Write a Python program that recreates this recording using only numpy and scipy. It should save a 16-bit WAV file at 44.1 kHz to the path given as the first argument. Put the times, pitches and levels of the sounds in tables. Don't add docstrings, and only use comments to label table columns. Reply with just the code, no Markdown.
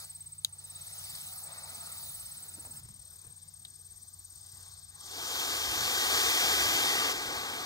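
import sys
import numpy as np
from scipy import signal
from scipy.fft import rfft, irfft
from scipy.io import wavfile
from scipy.ndimage import uniform_filter1d

SR = 44100
rng = np.random.default_rng(int(sys.argv[2]) if len(sys.argv) > 2 else 0)


def unload_wav(signal):
    wavfile.write(
        sys.argv[1],
        SR,
        np.round(np.clip(np.atleast_2d(signal).T, -1, 1) * 32767).astype(np.int16),
    )


N = 337613
CUT_S = 2.802


def gain_of(db):
    return 10 ** (np.asarray(db) / 20)


def evened(x):
    return x / np.sqrt(np.mean(x ** 2) + 1e-20)


def spectrum_at(points, hz):
    point_hz, db = np.transpose(points)
    return np.interp(np.log(hz + 1), np.log(point_hz + 1), db)


def follow(rows, x):
    row_x, *columns = np.transpose(rows)
    return [np.interp(x, row_x, column) for column in columns]


def add(mix, start_s, sound):
    i = round(start_s * SR)
    part = mix[:, max(i, 0):i + sound.shape[1]]
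    part += sound[:, max(-i, 0):][:, :part.shape[1]]


def wander(t, top_hz):
    total = 0
    for hz in np.geomspace(top_hz / 30, top_hz, 24):
        total = total + np.sin(2 * np.pi * (hz * t + rng.random())) / np.sqrt(hz)
    return evened(total)


# frequency in Hz, phase lead of the left in radians,
# left minus right level in dB, likeness of the two channels from 0 to 1.
STEREO_NEAR = [(0, 0, -1.5, .98), (300, .4, -1.5, .97), (860, 1.34, 6.8, .87), (1550, 2, 3, .9),
               (2100, 2.1, .5, .93), (2420, 2.75, 0, .95), (2650, 3.12, 0, .999), (3300, 3.16, 0, .999),
               (4480, 5.4, 4.4, .64), (5690, 4.8, 4.4, .55), (6890, 6.27, .2, .9), (7750, 7, .3, .66),
               (9300, 6.28, 0, .99), (9990, 6.1, .1, .83), (10340, 5.1, 0, .66), (11700, 4.2, 0, .8),
               (12100, 3.16, 0, .999), (13800, 3.12, 0, .999), (14300, 2.3, .2, .7), (15850, .65, 0, .7)]
STEREO_FAR = [(0, 0, -2.5, .98), (300, .5, -1.5, .98), (520, 1, -.3, .98), (700, 1.36, 2.4, .98),
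              (860, 1.45, 4.3, .97), (1030, 1.42, 4.8, .96), (2300, 2.65, -1, .9), (2580, 3.12, 0, .999),
              (2980, 3.16, 0, .999), (3500, 4, 2.5, .87), (4650, 5.7, 3.6, .83), (5860, 5.67, 6.1, .73),
              (7580, 6.46, .5, .88), (8440, 7.46, -1.5, .46), (9470, 5.44, 1.6, .65), (9900, 3.2, 4.5, .7),
              (10400, 3.16, 0, .998), (10950, 3.12, 0, .998), (12500, .45, .8, .72), (13440, 0, 0, .99),
              (15850, -2.4, 0, .55)]


def hiss(near, far, tilt_rows, patchy_db, flicker_db, size=512):
    hop = size // 4
    t = np.arange(N // hop + 2) * hop / SR
    hz = np.fft.rfftfreq(size, 1 / SR)
    a, b, c, d, patches = rng.standard_normal((len(t), len(hz), 5)).T
    patches = uniform_filter1d(patches, size=6, axis=0)
    patches = evened(uniform_filter1d(patches, size=20, axis=1))

    is_far = t > CUT_S
    stereo_near = np.array(follow(STEREO_NEAR, hz))[..., None]
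    stereo_far = np.array(follow(STEREO_FAR, hz))[..., None]
    lead, balance_db, same = np.where(is_far, stereo_far, stereo_near)
    same = np.clip(same, 0, 1)
    right = a + 1j * b
    left = same * right + np.sqrt(1 - same ** 2) * (c + 1j * d)
    left = left * np.exp(1j * lead)

    db = np.where(is_far, spectrum_at(far, hz)[:, None], spectrum_at(near, hz)[:, None])
    octaves = np.log2((hz[:, None] + 100) / 4000)
    db = db + octaves * follow(tilt_rows, t)[0]
    balance = np.array([gain_of(balance_db / 2), gain_of(-balance_db / 2)])
    mean_power = (gain_of(db) ** 2 * (balance ** 2).mean(0)).mean(0)
    db = db + patchy_db * patches + flicker_db * rng.standard_normal(len(t))
    frames = np.array([left, right]) * balance * gain_of(db) / np.sqrt(mean_power)
    return evened(signal.istft(frames, nperseg=size, noverlap=size - hop)[1][:, :N])


# time in seconds, level in dB, tilt in dB per octave.
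FUSE_CURVE = [(0.05, -43.5, 1), (0.052, -49, 3), (0.516, -60, 0), (0.634, -52, 0), (0.976, -43.5, 0.5),
              (1.16, -42, 0), (1.464, -42, 4), (1.466, -49, -2.5), (2.05, -41.5, 2), (2.632, -49, 2.5),
              (2.8, -45.5, 8), (2.802, -63, -0.5), (3.14, -53.5, 6), (3.36, -59, 3.5), (4.32, -54, 5.5),
              (4.59, -54, 2.5), (4.78, -55.5, 1), (4.93, -59, 1), (5.05, -47.5, -1.5)]
# frequency in Hz, relative density in dB per Hz.
FUSE_COLOUR_NEAR = [(345, -20), (1030, -9.5), (1700, -9), (2930, -6), (3500, -1), (3900, 1.5), (4800, -0.5),
                    (7400, -6), (10300, -2), (11400, 5.5), (12500, -3), (13950, -5), (15300, 2), (15850, 0)]
FUSE_COLOUR_FAR = [(345, -15.5), (860, -6.5), (2070, -12), (2760, -51), (3300, 2), (3960, -1), (4820, 1.5),
                   (7000, -1), (11000, -6.5), (14500, -10), (15850, -7.5)]


def fuse(t):
    tilt_rows = np.array(FUSE_CURVE)[:, ::2]
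    sizzle = hiss(FUSE_COLOUR_NEAR, FUSE_COLOUR_FAR, tilt_rows, patchy_db=2.0, flicker_db=0.75)
    return gain_of(follow(FUSE_CURVE, t)[0]) * sizzle


# time in seconds, level in dB.
FLAME_LEVEL = [(0.05, -60), (0.052, -77), (0.25, -104), (0.49, -74), (0.94, -62.5), (1.23, -62),
               (1.5, -56.5), (1.78, -55), (2.03, -59.5), (2.5, -70), (2.8, -73), (2.802, -75), (3.15, -67),
               (3.4, -71), (4.32, -70), (4.66, -58), (4.89, -69), (4.94, -59.5), (5.03, -60), (5.09, -58),
               (5.15, -56), (5.4, -44)]
# frequency in Hz, relative density in dB per Hz.
FLAME_COLOUR_NEAR = [(200, -33), (430, -14.5), (620, -4.5), (820, 2), (1030, -14), (1280, 2.5),
                     (1600, -11.5), (1900, -8), (2600, -10), (4000, -29), (6000, -34)]
FLAME_COLOUR_FAR = [(200, -20), (550, -9), (790, 0.5), (990, 1), (1170, 3), (1400, -2.5), (1600, 2),
                    (2600, -9), (4000, 3.5), (6000, -10)]


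def flame(t):
    roar = hiss(FLAME_COLOUR_NEAR, FLAME_COLOUR_FAR, [(0, 0.035)], patchy_db=2.0, flicker_db=1.0)
    return gain_of(follow(FLAME_LEVEL, t)[0]) * roar


# time in seconds, level in dB, tilt in dB per octave.
JET_CURVE = [(4.95, -69, 4), (5.0, -65, 3), (5.06, -54.5, 2.5), (5.1, -47, -0.5), (5.14, -42, -1),
             (5.19, -38, -1.5), (5.24, -36, -0.6), (5.4, -32, -0.6), (5.67, -32.5, -0.8),
             (5.9, -29.5, -0.56), (6.08, -28.5, -0.5), (6.14, -26.5, -0.75), (6.8, -27.5, -0.83),
             (7.1, -29, -2.5), (7.128, -32, -0.5), (7.131, -35, -2.5), (7.66, -39.5, -3.5)]
# frequency in Hz, relative density in dB per Hz.
JET_SPECTRUM = [(60, -59), (200, -9.5), (345, -8.5), (690, -4), (1100, -2.5), (2000, 0), (2950, -1),
                (3250, 4.5), (3800, -0.5), (5150, -1.5), (5450, -5), (5700, 0), (6100, -4), (7300, -3.5),
                (7650, -9.5), (8050, -7), (10000, -7), (12000, -9.5), (14000, -9), (16000, -12.5)]
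SPUTTER_DB, SPUTTER_HZ, SETTLE_S = 3, 40, .15
HOLLOW_HZ, HOLLOW_SHARE, FILL_S = (1500, 2630), 0.62, 0.84


def jet(t):
    rows = np.array(JET_CURVE)
    rush = hiss(JET_SPECTRUM, JET_SPECTRUM, rows[:, ::2], patchy_db=0.75, flicker_db=0.32)
    since_s = np.maximum(t - rows[0, 0], 0)
    middle = signal.sosfilt(signal.butter(1, HOLLOW_HZ, "band", fs=SR, output="sos"), rush)
    rush = rush - HOLLOW_SHARE * np.exp(-(since_s / FILL_S) ** 2) * middle
    slow = t[::100]
    unevenness = np.interp(t, slow, wander(slow, SPUTTER_HZ))
    sputter_db = SPUTTER_DB * np.exp(-since_s / SETTLE_S) * unevenness
    onset = np.minimum(since_s / 0.035, 1)
    return gain_of(follow(rows, t)[0] + sputter_db) * onset * rush


GROUND_S, GROUND_SHARE, GROUND_HZ = .00247, .38, 2100


def echoed(x):
    dulled = signal.sosfilt(signal.butter(1, GROUND_HZ, fs=SR, output="sos"), x)
    return x + GROUND_SHARE * np.roll(dulled, round(GROUND_S * SR), axis=1)


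# first stroke in seconds, last in seconds,
# drag in seconds, cricket (0 low, 1 high), level in dB.
STROKE_RUNS = [(0.001, 0.001, 0, 0, -38), (0.005, 0.767, 0, 1, -49), (0.05, 0.05, 0, 0, -39),
               (0.104, 0.39, .011, 0, -36), (0.535, 1.441, 0, 0, -36.4), (1.472, 2.773, 0, 0, -36.3),
               (1.57, 2.764, 0, 1, -47.5), (2.836, 4.25, 0, 1, -40.5), (2.852, 3.486, .013, 0, -43.5),
               (3.57, 4.251, 0, 0, -43.8), (4.305, 5.28, 0, 1, -40.5), (4.324, 5.289, 0, 0, -43.5),
               (5.335, 5.714, 0, 1, -42), (7.157, 7.612, 0, 0, -47.5), (7.168, 7.652, 0, 1, -44.5)]
STROKE_GAP_S = (.0566, .0543)
STROKE_SPREAD_DB, STROKE_JITTER_S = 0.5, .0006


def strokes():
    rows = []
    for first_s, last_s, drag_s, cricket, db in STROKE_RUNS:
        high = int(cricket > .5)
        even_s = last_s - first_s - drag_s
        gaps = round(even_s / STROKE_GAP_S[high])
        u = np.arange(gaps + 1) / max(gaps, 1)
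        late, loud = rng.standard_normal((gaps + 1, 2)).T
        s = first_s + even_s * u + drag_s * u ** 4 + STROKE_JITTER_S * late
        rows += zip(s, [high] * len(s), db + STROKE_SPREAD_DB * loud)
    return rows


# time from the middle in ms, pitch in Hz, level in dB.
WING_LOW = [(-11, 8230, -40), (-9, 8300, -6), (-6, 8370, -3), (0, 8410, 0), (4, 8330, -1), (7, 8100, -4),
            (10, 7750, -8), (13, 7500, -40)]
WING_HIGH = [(-8, 8500, -40), (-5, 8620, -5), (-2, 8670, -2), (1, 8630, 0), (4, 8400, -3), (7, 8080, -7),
             (10, 7850, -40)]
# left minus right level in dB, phase lead of the left in radians.
CRICKET_PLACES = [
    [(2.1, -0.15), (6, 1.47)],
    [(-11, 0.014), (12.5, 0.87)],
]


def crickets():
    out = np.zeros((2, N))
    ms = np.arange(-660, 660) / SR * 1000
    chirps = strokes()
    for (s, high, db), start in zip(chirps, rng.random(len(chirps))):
        hz, shape_db = follow((WING_LOW, WING_HIGH)[high], ms)
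        pan_db, lead = CRICKET_PLACES[high][int(s > CUT_S)]
        angle = 2 * np.pi * (np.cumsum(hz) / SR + start)
        pair = gain_of([[pan_db], [0]]) * np.sin([angle + lead, angle])
        pair = pair / np.hypot(1, gain_of(pan_db))
        envelope = uniform_filter1d(gain_of(shape_db), size=100)
        add(out, s + ms[0] / 1000, gain_of(db) * envelope * pair)
    taps = rng.standard_normal((2, 3000)) * gain_of(-60 * np.arange(3000) / SR / 0.96)
    taps = taps / np.linalg.norm(taps[0])
    return out + gain_of(-11.0) * signal.oaconvolve(out, taps, axes=1)[:, :N]


# start in seconds, peak in dB before scatter, pitch factor, crack above ring in dB,
# lower modes in dB, upper modes in dB per octave, scatter in dB, share of the ring time,
# extra left minus right level in dB.
LIGHTER_CLICKS = [(0.4470, -10.5, 1, -8, -9, 0, -43, .8, 1), (1.1524, -26, 1.18, -14, 2, -3, -60, .3, 2),
                  (3.6499, -34, 1, -14, 6, -7, -36, .7, -3), (3.6525, -37, .95, -20, 7, -14, -38, .6, -3),
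                  (3.669, -48, 1, -20, 0, -12, -36, .8, 6)]
# frequency in Hz before the pitch factor, level in dB,
# t60 in seconds before the ring share.
LIGHTER_MODES = [(900, -34, .03), (2000, -18, .008), (3450, -9, .022), (3930, 0, .015), (4500, -4, .01),
                 (6200, -8, .007), (6834, -16, .024), (8300, -5, .004), (11000, -3, .004)]


def lighter():
    out = np.zeros((2, N))
    t = np.arange(4096) / SR
    high_pass = signal.butter(2, 2600, "high", fs=SR, output="sos")
    for s, db, pitch, crack_db, body_db, tilt_db, scatter_db, ring_share, pan_db in LIGHTER_CLICKS:
        ring = 0
        for hz, mode_db, t60_s in LIGHTER_MODES:
            level_db = mode_db + body_db * (hz < 3000) + tilt_db * max(np.log2(hz / 4000), 0)
            decay_db = -60 * t / (t60_s * ring_share)
            ring = ring + gain_of(level_db + decay_db) * np.sin(2 * np.pi * hz * pitch * t)
        ring = ring / abs(ring).max()
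        crack = rng.standard_normal(len(t)) * gain_of(crack_db - 60 * t / .005)
        crack = signal.sosfilt(high_pass, crack)
        blow = (ring + crack) * np.minimum(t / .001, 1)
        blow = blow / abs(blow).max()

        stereo = STEREO_FAR if s > CUT_S else STEREO_NEAR
        lead, balance_db, _ = follow(stereo, np.fft.rfftfreq(len(t), 1 / SR))
        right = irfft(rfft(blow) * np.exp(-1j * lead) * gain_of(-balance_db - pan_db))
        right = right * (t < .06)
        scatter = rng.standard_normal((2, len(t))) * gain_of(scatter_db - 60 * t / .09 + [[2], [-2]])
        tail = signal.oaconvolve(blow[None, :70], scatter, axes=1)[:, :len(t)]
        add(out, s, gain_of(db) * (np.array([blow, right]) + tail))
    return out


# start in seconds, peak in dB, thump in Hz, t60 in seconds, scuff above thump in dB.
FOOTFALLS = [(2.572, -50, 200, .05, -4), (2.582, -45, 300, .045, -3), (2.609, -53, 250, .05, 0),
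             (2.649, -44, 750, .02, 2), (2.664, -49, 260, .06, -2), (2.695, -52, 240, .06, -2),
             (2.749, -49, 120, .06, -10), (2.85, -55, 2000, .02, 3), (2.858, -49, 110, .07, -15),
             (2.887, -51, 1200, .02, 3), (3.246, -55, 320, .05, 0), (3.266, -61, 1800, .03, 3)]


def steps():
    out = np.zeros((2, N))
    t = np.arange(4000) / SR
    puffs = rng.standard_normal((len(FOOTFALLS), len(t)))
    for (s, db, hz, t60_s, scuff_db), puff in zip(FOOTFALLS, puffs):
        band = signal.butter(1, [hz * 0.27, hz * 1.9], "band", fs=SR, output="sos")
        scuff = evened(signal.sosfilt(band, puff))
        thump = np.sin(2 * np.pi * hz * t) + gain_of(scuff_db) * scuff
        thump = thump * gain_of(-60 * t / t60_s) * np.minimum(t / 0.0018, 1)
        pair = np.array([thump, np.roll(thump, -8)])
        add(out, s, gain_of(db) * pair / abs(thump).max())
    return out


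# start in seconds, length in seconds, level in dB before the envelope,
# low edge in Hz, high edge in Hz.
GRASS_RUSTLES = [(2.39, 0.15, -64.5, 250, 2220), (2.582, 0.15, -67, 200, 1000),
                 (2.817, .09, -77, 200, 2500), (3.235, .065, -73, 350, 3000)]
SNAPS_PER_S, SNAP_SPREAD_DB = 1500, 4


def rustle():
    out = np.zeros((2, N))
    for s, length_s, db, low_hz, high_hz in GRASS_RUSTLES:
        chance, size, sign = rng.random((3, SR // 4))[:, :round(length_s * SR)]
        heights = gain_of(-SNAP_SPREAD_DB * np.log(size + .01)) * np.sign(sign - .5)
        snaps = (chance < SNAPS_PER_S / SR) * heights
        band = signal.butter(2, [low_hz, high_hz], "band", fs=SR, output="sos")
        sound = evened(signal.sosfilt(band, snaps))
        sound = sound * np.sin(np.pi * np.linspace(0, 1, len(sound)) ** .7) ** .5
        pair = np.array([sound, np.roll(sound, -8)])
        add(out, s, gain_of(db + np.array([[1.5], [-1.5]])) * pair)
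    return out


# frequency in Hz, near level in dB, far level in dB.
HUM_LINES = [(92, -61.5, -62.5), (150, -64.5, -71.5)]


def hum(t):
    total, slow = 0, t[::400]
    for hz, near_db, far_db in HUM_LINES:
        db = np.where(t > CUT_S, far_db, near_db)
        turns = np.cumsum(hz * (1 + 0.01 * np.interp(t, slow, wander(slow, 6.7)))) / SR
        waver_db = 1.2 * np.interp(t, slow, wander(slow, 8))
        total = total + gain_of(db + waver_db) * np.sin(2 * np.pi * turns)
    return total * gain_of([[-1.2], [1.2]])


# time in seconds, level in dB.
RUMBLE_LEVEL = [(0.0, -56.5), (0.32, -61.5), (1.07, -57.5), (2.6, -55), (3.4, -60), (5.2, -62), (5.52, -55),
                (7.2, -53.5), (7.48, -61), (7.66, -58)]
# frequency in Hz, relative density in dB per Hz.
RUMBLE_COLOUR_NEAR = [(20, -52), (35, -41), (55, -6), (75, 0.5), (95, -6.5), (120, -2), (150, -11),
                      (200, -13), (350, -26), (800, -21)]
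RUMBLE_COLOUR_FAR = [(20, -55), (35, -51), (55, -6), (75, 5.5), (95, -9.5), (120, -3.5), (150, -11.5),
                     (200, -18.5), (300, -29), (800, -28.5)]
# middle in seconds, rise in dB.
RUMBLE_SWELLS = [(1.48, 4), (1.73, 5.5), (2.0, 1), (2.66, 6), (2.77, 6.5), (2.88, 3), (3.28, 3.5),
                 (4.58, 4), (6.459, 4.5), (6.61, -1), (7.16, -2)]
SWELL_S, RUMBLE_WANDER_DB = 0.048, -0.6


def rumble(t):
    noise = hiss(RUMBLE_COLOUR_NEAR, RUMBLE_COLOUR_FAR, [(0, 0.0046)],
                 patchy_db=3.5, flicker_db=1.5, size=2048)
    slow = t[::400]
    swell_db = RUMBLE_WANDER_DB * wander(slow, 7.5)
    for s, rise_db in RUMBLE_SWELLS:
        swell_db = swell_db + rise_db * np.exp(-((slow - s) / SWELL_S) ** 2)
    return gain_of(follow(RUMBLE_LEVEL, t)[0] + np.interp(t, slow, swell_db)) * noise


def scene():
    t = np.arange(N) / SR
    burning = fuse(t) + flame(t) + jet(t)
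    burning = np.where(t > CUT_S, echoed(burning), burning)
    return burning + crickets() + lighter() + steps() + rustle() + hum(t) + rumble(t)


EDGE_HZ = 15760


def record(dry):
    low_pass = signal.firwin(1023, EDGE_HZ, window=("kaiser", 9), fs=SR)
    return signal.oaconvolve(dry, low_pass[None], "same")


dry = scene()
out = record(dry)
unload_wav(out)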